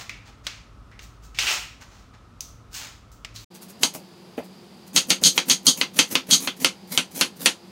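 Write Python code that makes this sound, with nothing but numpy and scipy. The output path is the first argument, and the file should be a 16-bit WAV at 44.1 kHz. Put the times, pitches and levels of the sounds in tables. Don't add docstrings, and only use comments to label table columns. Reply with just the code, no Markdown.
import sys
import numpy as np
from scipy import signal
from scipy.fft import rfft, irfft
from scipy.io import wavfile
from scipy.ndimage import uniform_filter1d, minimum_filter1d, map_coordinates

SR = 44100
rng = np.random.default_rng(int(sys.argv[2]) if len(sys.argv) > 2 else 0)


def log_audio(samples):
    frames = np.atleast_2d(samples).T
    limited = np.clip(frames, -1, 1)
    pcm = np.round(limited * 32767).astype(np.int16)
    wavfile.write(sys.argv[1], SR, pcm)


N = 339992
TIME = np.arange(N) / SR
RING = TIME[:SR // 2]


# t/s, wood level/dB, highest f excited by the contact/Hz, blade level/dB, crunch level/dB
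CUTS = [(3.8329, -19.5, 10800, -13, -31.5), (4.962, -12, 8300, -7.5, -23.5),
        (5.1035, -12.5, 5950, -13, -26.5), (5.2376, -12, 4500, 4.5, -20),
        (5.378, -15.5, 6200, -21.5, -31.5), (5.4983, -14, 6450, -6, -25.5), (5.6671, -14, 1760, -1, -32),
        (5.813, -17, 6100, -29, -32), (5.9898, -10, 8100, -11.5, -28), (6.1538, -15.5, 6200, -29, -30),
        (6.3101, -11, 4500, 3, -25.5), (6.4736, -20, 4630, -30, -35), (6.646, -12.5, 10000, -24.5, -31.5),
        (6.9757, -14, 10000, -40, -31), (7.2109, -13, 11500, -22.5, -31), (7.459, -11.5, 11200, -18, -33)]
# t/s, level/dB, flake f/Hz, flake level/dB, after-ring level/dB (last two relative to the snap)
SNAPS = [(0.0946, -30, 2330, 2.5, -13.5), (0.4677, -19.5, 2370, -12, -16), (.915, -54.5, 1940, 6, -5),
         (0.992, -36.5, 2180, -11, -13.5), (1.346, -46, 2500, -10, 1), (1.375, -42, 2600, -6, -3),
         (1.3875, -17, 2880, -3.5, -6), (1.4686, -25, 2650, 3.5, -1.5), (2.4067, -26, 6120, -3.5, -15),
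         (3.117, -49.5, 7400, -12, -4), (3.2478, -27.5, 2360, -4, -22), (3.36, -34.5, 4200, -4, -8)]
# loudest t/s, length of the swell/s, level/dB, tilt/dB per octave
TEARS = [(.001, 0.057, -36.5, 1), (.275, 0.051, -48.5, -0.5), (.455, 0.036, -48, 1.5),
         (1.03, 0.045, -48, 6), (1.245, .048, -51.5, 5), (1.43, 0.094, -29, 2.5), (1.505, .1, -24.5, 2.5),
         (1.82, 0.032, -44, 0.5), (1.95, 0.14, -54.5, 1), (2.145, 0.025, -50.5, -3),
         (2.76, 0.069, -33, 5.5), (2.82, 0.1, -38.5, 2), (3.356, .028, -44, 4), (3.41, 0.076, -50.5, 11)]
# loudest t/s, level/dB
RUBS = [(3.554, -45), (3.625, -40.5), (3.695, -43), (3.948, -33.5), (4.384, -48), (4.447, -52),
        (4.875, -48.5), (6.578, -63)]
# t/s, f/Hz, level/dB
THUDS = [(3.8346, 855, -27), (3.949, 670, -34), (4.378, 535, -27), (4.394, 626, -38), (5.22, 380, -33.5),
         (6.124, 380, -32), (6.288, 380, -33.5), (6.616, 380, -34)]
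# f/Hz, level/dB
BOARD_MODES = [(172, -6), (264, -1), (312, -7), (366, -6), (479, -7), (533, -6), (1017, -7), (1265, -7),
               (1330, -5), (1384, -5), (1518, -6), (2089, 0), (2546, -2), (2616, -1), (2762, -3),
               (2859, -2), (2929, -2), (3149, -1), (3203, -1), (3456, 0), (4247, -2), (4544, -1),
               (4619, -1), (5814, -2), (5927, -4)]
# f/Hz, level/dB, t60/s
BLADE_MODES = [(3063, -6, 0.11), (3122, -3, 0.15), (3241, 0, 0.11), (3316, -4, 0.11), (3871, -5, 0.12),
               (3957, -2, 0.13), (4102, -6, 0.12), (4285, -1, 0.11), (4506, -2, 0.11), (4592, -6, 0.16),
               (4646, -6, 0.11), (6277, -4, 0.15), (6352, -1, 0.14), (6406, -1, 0.15), (6492, -2, 0.16),
               (6562, 0, 0.16), (6611, -4, 0.12), (6675, -3, 0.11), (6821, -4, 0.15), (8312, -11, 0.13),
               (8629, -10, 0.12)]
# f/Hz, level/dB
WOOD_SPECTRUM = [(40, -33), (120, -72), (250, -7), (450, -9), (850, -2.5), (1800, -0.5), (2700, 7.5),
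                 (4500, 3), (5400, -1.5), (6100, 1), (7600, -4.5), (10000, -3.5), (12000, -8), (16000, -22)]
# f/Hz, level/dB
STEEL_SPECTRUM = [(300, -36), (2000, -27), (2800, -10.5), (3200, 3.5), (3550, -2), (4500, 4.5),
                  (5450, -5.5), (6500, 3.5), (7500, -8), (8600, -4), (9600, -11), (12000, -14),
                  (16000, -25)]
# f/Hz, level/dB
CRUNCH_SPECTRUM = [(100, -11), (500, 11), (900, 5.5), (1800, 4), (2600, 5.5), (5300, 6.5), (6300, 10),
                   (7500, 7), (11000, 8.5), (16000, 5)]
# f/Hz, level/dB
SKIN_SPECTRUM = [(150, -39), (250, -8.5), (566, -8.5), (640, -3.5), (890, -2.5), (1120, -4.5), (1220, -3),
                 (2710, -5), (3120, -7), (6700, -9), (10400, -27), (14700, -27), (16000, -23)]
# f/Hz, level/dB
SNAP_SPECTRUM = [(200, -22.5), (900, -8), (2200, 1.5), (4000, 0.5), (6300, -1.5), (8500, -13.5),
                 (11000, -23), (16000, -22)]
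# f/Hz, t60/s
SLICE_DECAY = [(150, 0.1), (400, 0.2), (1000, .15), (3000, 0.14), (7000, 0.15), (15000, 0.14)]
# f/Hz, t60/s
PEEL_DECAY = [(300, 0.38), (2000, 0.5), (5500, 0.44), (15000, 0.36)]
# f/Hz, level/dB
PEEL_AIR = [(12, -50), (20, -26), (44, -7.5), (107, -13.5), (187, -18), (301, -19.5), (337, -25.5),
            (367, -26), (399, -26), (718, -29), (849, -30), (1290, -25), (1660, -36), (5530, -44),
            (16000, -63)]
# f/Hz, level/dB
SLICE_AIR = [(15, -95), (25, -67), (76, -14), (130, -10.5), (190, 1.5), (285, -12.5), (344, -6.5),
             (624, -15.5), (796, -13), (1440, -22), (1610, -23.5), (3250, -23.5), (4740, -22),
             (5570, -28.5), (16000, -40)]
# f/Hz, width/Hz, level/dB
PEEL_DRONES = [(52, 11, -53), (110.2, 14, -57), (1290, 92, -66)]
# f/Hz, width/Hz, level/dB before the slicing air's trim
SLICE_DRONES = [(188.5, 8.5, -52), (349.3, 6.3, -57), (4790, 550, -62.5)]

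PEEL_AIR_DB, SLICE_AIR_DB = -51, -48
SLICE_AIR_TRIM_DB = -0.5
BREAK_START_S, BREAK_END_S = 3.446, 3.502
TOP_HZ = 15850

RISE_SHARE = 0.39
RUB_S, RUB_TILT_DB = 0.025, 0.5
FLAKE_WIDTH_HZ, USUAL_FLAKE_HZ, BRIGHTEN_DB = 960, 2520, 7.5

USUAL_BLOW_DB, USUAL_CRUNCH_DB = -12, -30
RUN_START_S, QUICK_STROKE_S, SLOWING_S_PER_S = 4.96, 0.026, 0.021
HURRY = 0.43
SCORE_SHARE, SCORE_DB, BITE_S, STOP_S = 0.33, -19, 0.023, 0.0054
PUSH_DB, PUSH_PER_CRUNCH = -38, 1.02
HEAVE_DB = -12
THUD_WIDTH_HZ, THUD_T60_S, THUD_CONTACT_HZ = 480, 0.14, 2420
THUD_WOOD_DB, THUD_BASS_DB = -4, -4


def amp(db):
    return 10 ** (np.asarray(db) / 20)


def unit(x):
    return x / np.sqrt(np.mean(x ** 2) + 1e-20)


def noise(length=len(RING)):
    return rng.standard_normal(length)


def read(points, hz):
    f, value = np.transpose(points)
    return np.interp(np.log(hz + 1), np.log(f + 1), value)


def add(mix, s, sound):
    part = mix[max(round(s * SR), 0):][:len(sound)]
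    part += sound[:len(part)]


def wander(length, step):
    knots = noise(length)
    return unit(map_coordinates(knots, [np.arange(length) / max(step, 1)], order=3, mode="nearest"))


def colour(x, spectrum, tilt_db=0, ripple_db=0):
    hz = np.fft.rfftfreq(len(x), 1 / SR)
    octaves = np.log2(np.maximum(hz, 300))
    ripple = ripple_db * wander(len(hz), 260 / hz[1]) * np.minimum(hz / 1000, 1)
    gain = amp(read(spectrum, hz) + tilt_db * octaves + ripple)
    return unit(irfft(rfft(x) * gain, len(x)))


def band(x, hz, width):
    f = np.fft.rfftfreq(len(x), 1 / SR)
    bell = 1 / (1 + (1.3 * (f - hz) / width) ** 2) ** 2
    return unit(irfft(rfft(x) * bell, len(x)))


def die_away(x, decays):
    hz, t, z = signal.stft(x, SR, nperseg=256)
    faded = z * amp(-60 * t / read(decays, hz)[:, None])
    return signal.istft(faded, SR, nperseg=256)[1][:len(x)]


def room(x, decays, wet_db):
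    tail = die_away(noise(), decays) * np.clip(RING / 0.0031 - 1, 0, 1)
    echoes = signal.fftconvolve(x, tail / np.linalg.norm(tail))[:N]
    return (x + amp(wet_db) * echoes) / np.hypot(1, amp(wet_db))


def air(spectrum, db, drones):
    out = amp(db) * colour(noise(N), spectrum)
    for hz, width, level_db in drones:
        out += amp(level_db) * band(noise(N), hz, width)
    return out


def grains(length, per_s, spread_db):
    hit = rng.random(length) < per_s / SR
    size = np.minimum(rng.exponential(1, length), 4)
    sign = rng.choice([-1, 1], length)
    return hit * sign * amp(spread_db * size)


def rustle(table, spectrum, per_s, spread_db):
    out = np.zeros(N)
    for s, length, db, tilt_db in table:
        rise, fall = length * RISE_SHARE, length * (1 - RISE_SHARE)
        start = max(s - 2 * rise, 0)
        t = RING + start - s
        swell = np.exp(-(t / np.where(t < 0, rise, fall)) ** 2)
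        fractures = colour(grains(len(RING), per_s, spread_db), spectrum, tilt_db)
        add(out, start, amp(db) * swell * fractures)
    return out


def tears():
    return rustle(TEARS, SKIN_SPECTRUM, per_s=3000, spread_db=2.5)


def snaps():
    out = np.zeros(N)
    for s, db, flake_hz, flake_db, after_db in SNAPS:
        tilt_db = BRIGHTEN_DB * np.log2(flake_hz / USUAL_FLAKE_HZ)

        def burst():
            flake = amp(flake_db) * band(noise(), flake_hz, FLAKE_WIDTH_HZ)
            return colour(noise(), SNAP_SPECTRUM, tilt_db) + flake

        snap = 0.87 * burst() * np.exp(-RING / 0.0049)
        after_ring = amp(after_db) * die_away(burst(), PEEL_DECAY)
        add(out, s, amp(db) * (snap + after_ring))
    return out


def peeling():
    return room(tears(), PEEL_DECAY, wet_db=-3.0) + snaps()


def rubs():
    swells = [(s, RUB_S, db, RUB_TILT_DB) for s, db in RUBS]
    return rustle(swells, CRUNCH_SPECTRUM, per_s=2200, spread_db=3.5)


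def force(wood_db, blade_db):
    return np.hypot(amp(wood_db), 0.58 * amp(blade_db))


def board_bass():
    push = noise()
    return unit(band(push, 174.8, 32) + 1.6 * band(push, 259, 64) + 0.51 * band(push, 493, 110))


def cut_stroke(s, wood_db, blade_db):
    blow = force(wood_db, blade_db) / amp(USUAL_BLOW_DB)
    slow_s = QUICK_STROKE_S + SLOWING_S_PER_S * max(s - RUN_START_S, 0)
    length = slow_s / blow ** HURRY
    lead = length * (1 + SCORE_SHARE)
    bite = np.clip((RING - SCORE_SHARE * length) / BITE_S, 0, 1) ** 1.7
    stop = np.exp(-np.maximum(RING - lead, 0) / STOP_S)
    return np.maximum(bite, amp(SCORE_DB)) * stop, lead


def rumble_and_crunch():
    rumble, crunch = np.zeros(N), np.zeros(N)
    for s, wood_db, _, blade_db, crunch_db in CUTS:
        stroke, lead = cut_stroke(s, wood_db, blade_db)
        push = amp(PUSH_DB + PUSH_PER_CRUNCH * (crunch_db - USUAL_CRUNCH_DB))
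        add(rumble, s - lead - 0.008, push * stroke * board_bass())
        layers = amp(3 * wander(len(RING), 0.005 * SR))
        bursts = layers * grains(len(RING), per_s=7000, spread_db=3)
        cells = colour(bursts, CRUNCH_SPECTRUM, ripple_db=2.3)
        add(crunch, s - lead, amp(crunch_db) * stroke * cells)
    return rumble, crunch


def modes(hz, db, detune):
    size, shift, phase = rng.standard_normal((3, len(hz), 1))
    pitch = hz[:, None] * (1 + detune * shift)
    return amp(db[:, None] + 2 * size) * np.sin(2 * np.pi * (pitch * RING + phase))


def dense_ring(spectrum, ripple_db):
    return die_away(colour(noise(), spectrum, ripple_db=ripple_db), SLICE_DECAY)


def board(contact_hz):
    dense = dense_ring(WOOD_SPECTRUM, ripple_db=1.8)
    tones = modes(*np.transpose(BOARD_MODES), detune=0.003).sum(0)
    ring = 0.96 * dense + amp(-15.5) * die_away(tones, SLICE_DECAY)
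    contact = signal.butter(4, min(contact_hz, SR / 3), fs=SR, output="sos")
    return signal.sosfilt(contact, ring)


def blade():
    hz, db, t60 = np.transpose(BLADE_MODES)
    tones = modes(hz, db, detune=0.0006) * amp(-60 * RING / t60[:, None])
    return 0.82 * dense_ring(STEEL_SPECTRUM, ripple_db=0.6) + amp(-13.5) * tones.sum(0)


def knocks():
    out = np.zeros(N)
    crack = np.minimum(RING / 0.0003, 1) * (1 + 0.9 * np.exp(-(RING / 0.0035) ** 2))
    heave = np.minimum(RING / 0.015, 1) * np.exp(-RING / 0.019)
    for s, wood_db, contact_hz, blade_db, _ in CUTS:
        blow = force(wood_db, blade_db)
        firm = min(blow / amp(USUAL_BLOW_DB), 1) ** 2
        edge_tick = amp(2.5) * band(noise(), 8330, 6300) * np.exp(-RING / 0.00085)
        ring = amp(wood_db) * board(contact_hz) + amp(blade_db) * blade()
        add(out, s, crack * (ring + blow * firm * edge_tick))
        add(out, s, amp(HEAVE_DB) * blow * heave * board_bass())
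    return out


def thuds():
    out = np.zeros(N)
    fade = np.minimum(RING / 0.001, 1) * amp(-60 * RING / THUD_T60_S)
    for s, hz, db in THUDS:
        body = band(noise(), hz, THUD_WIDTH_HZ) + amp(THUD_BASS_DB) * board_bass()
        wood = amp(THUD_WOOD_DB) * board(THUD_CONTACT_HZ)
        add(out, s, amp(db) * (fade * body + wood))
    return out


def slicing():
    rumble, crunch = rumble_and_crunch()
    wet_cells = room(rubs() + crunch, SLICE_DECAY, wet_db=-4)
    high_pass = signal.butter(2, 100, "high", fs=SR, output="sos")
    return wet_cells + rumble + signal.sosfilt(high_pass, knocks() + thuds())


def scene():
    before = np.clip((BREAK_START_S - TIME) / 0.003, 0, 1)
    after = np.clip((TIME - BREAK_END_S) / 0.014, 0, 1)
    first = air(PEEL_AIR, PEEL_AIR_DB, PEEL_DRONES) + peeling()
    slice_air = amp(SLICE_AIR_TRIM_DB) * air(SLICE_AIR, SLICE_AIR_DB, SLICE_DRONES)
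    second = slice_air + slicing()
    return (before * first + after * second)[None]


def record(dry, recovery_db_per_s=650):
    over_db = np.maximum(20 * np.log10(abs(dry[0]) + 1e-9) + 1.1, 0)
    fall = TIME * recovery_db_per_s
    held_db = np.maximum.accumulate(over_db + fall) - fall
    gain = uniform_filter1d(minimum_filter1d(amp(-held_db), size=31), size=31)
    low_pass = signal.firwin(511, TOP_HZ, window=("kaiser", 8), fs=SR)
    return signal.oaconvolve(dry * gain, low_pass[None], "same")


dry = scene()
out = record(dry)
log_audio(out)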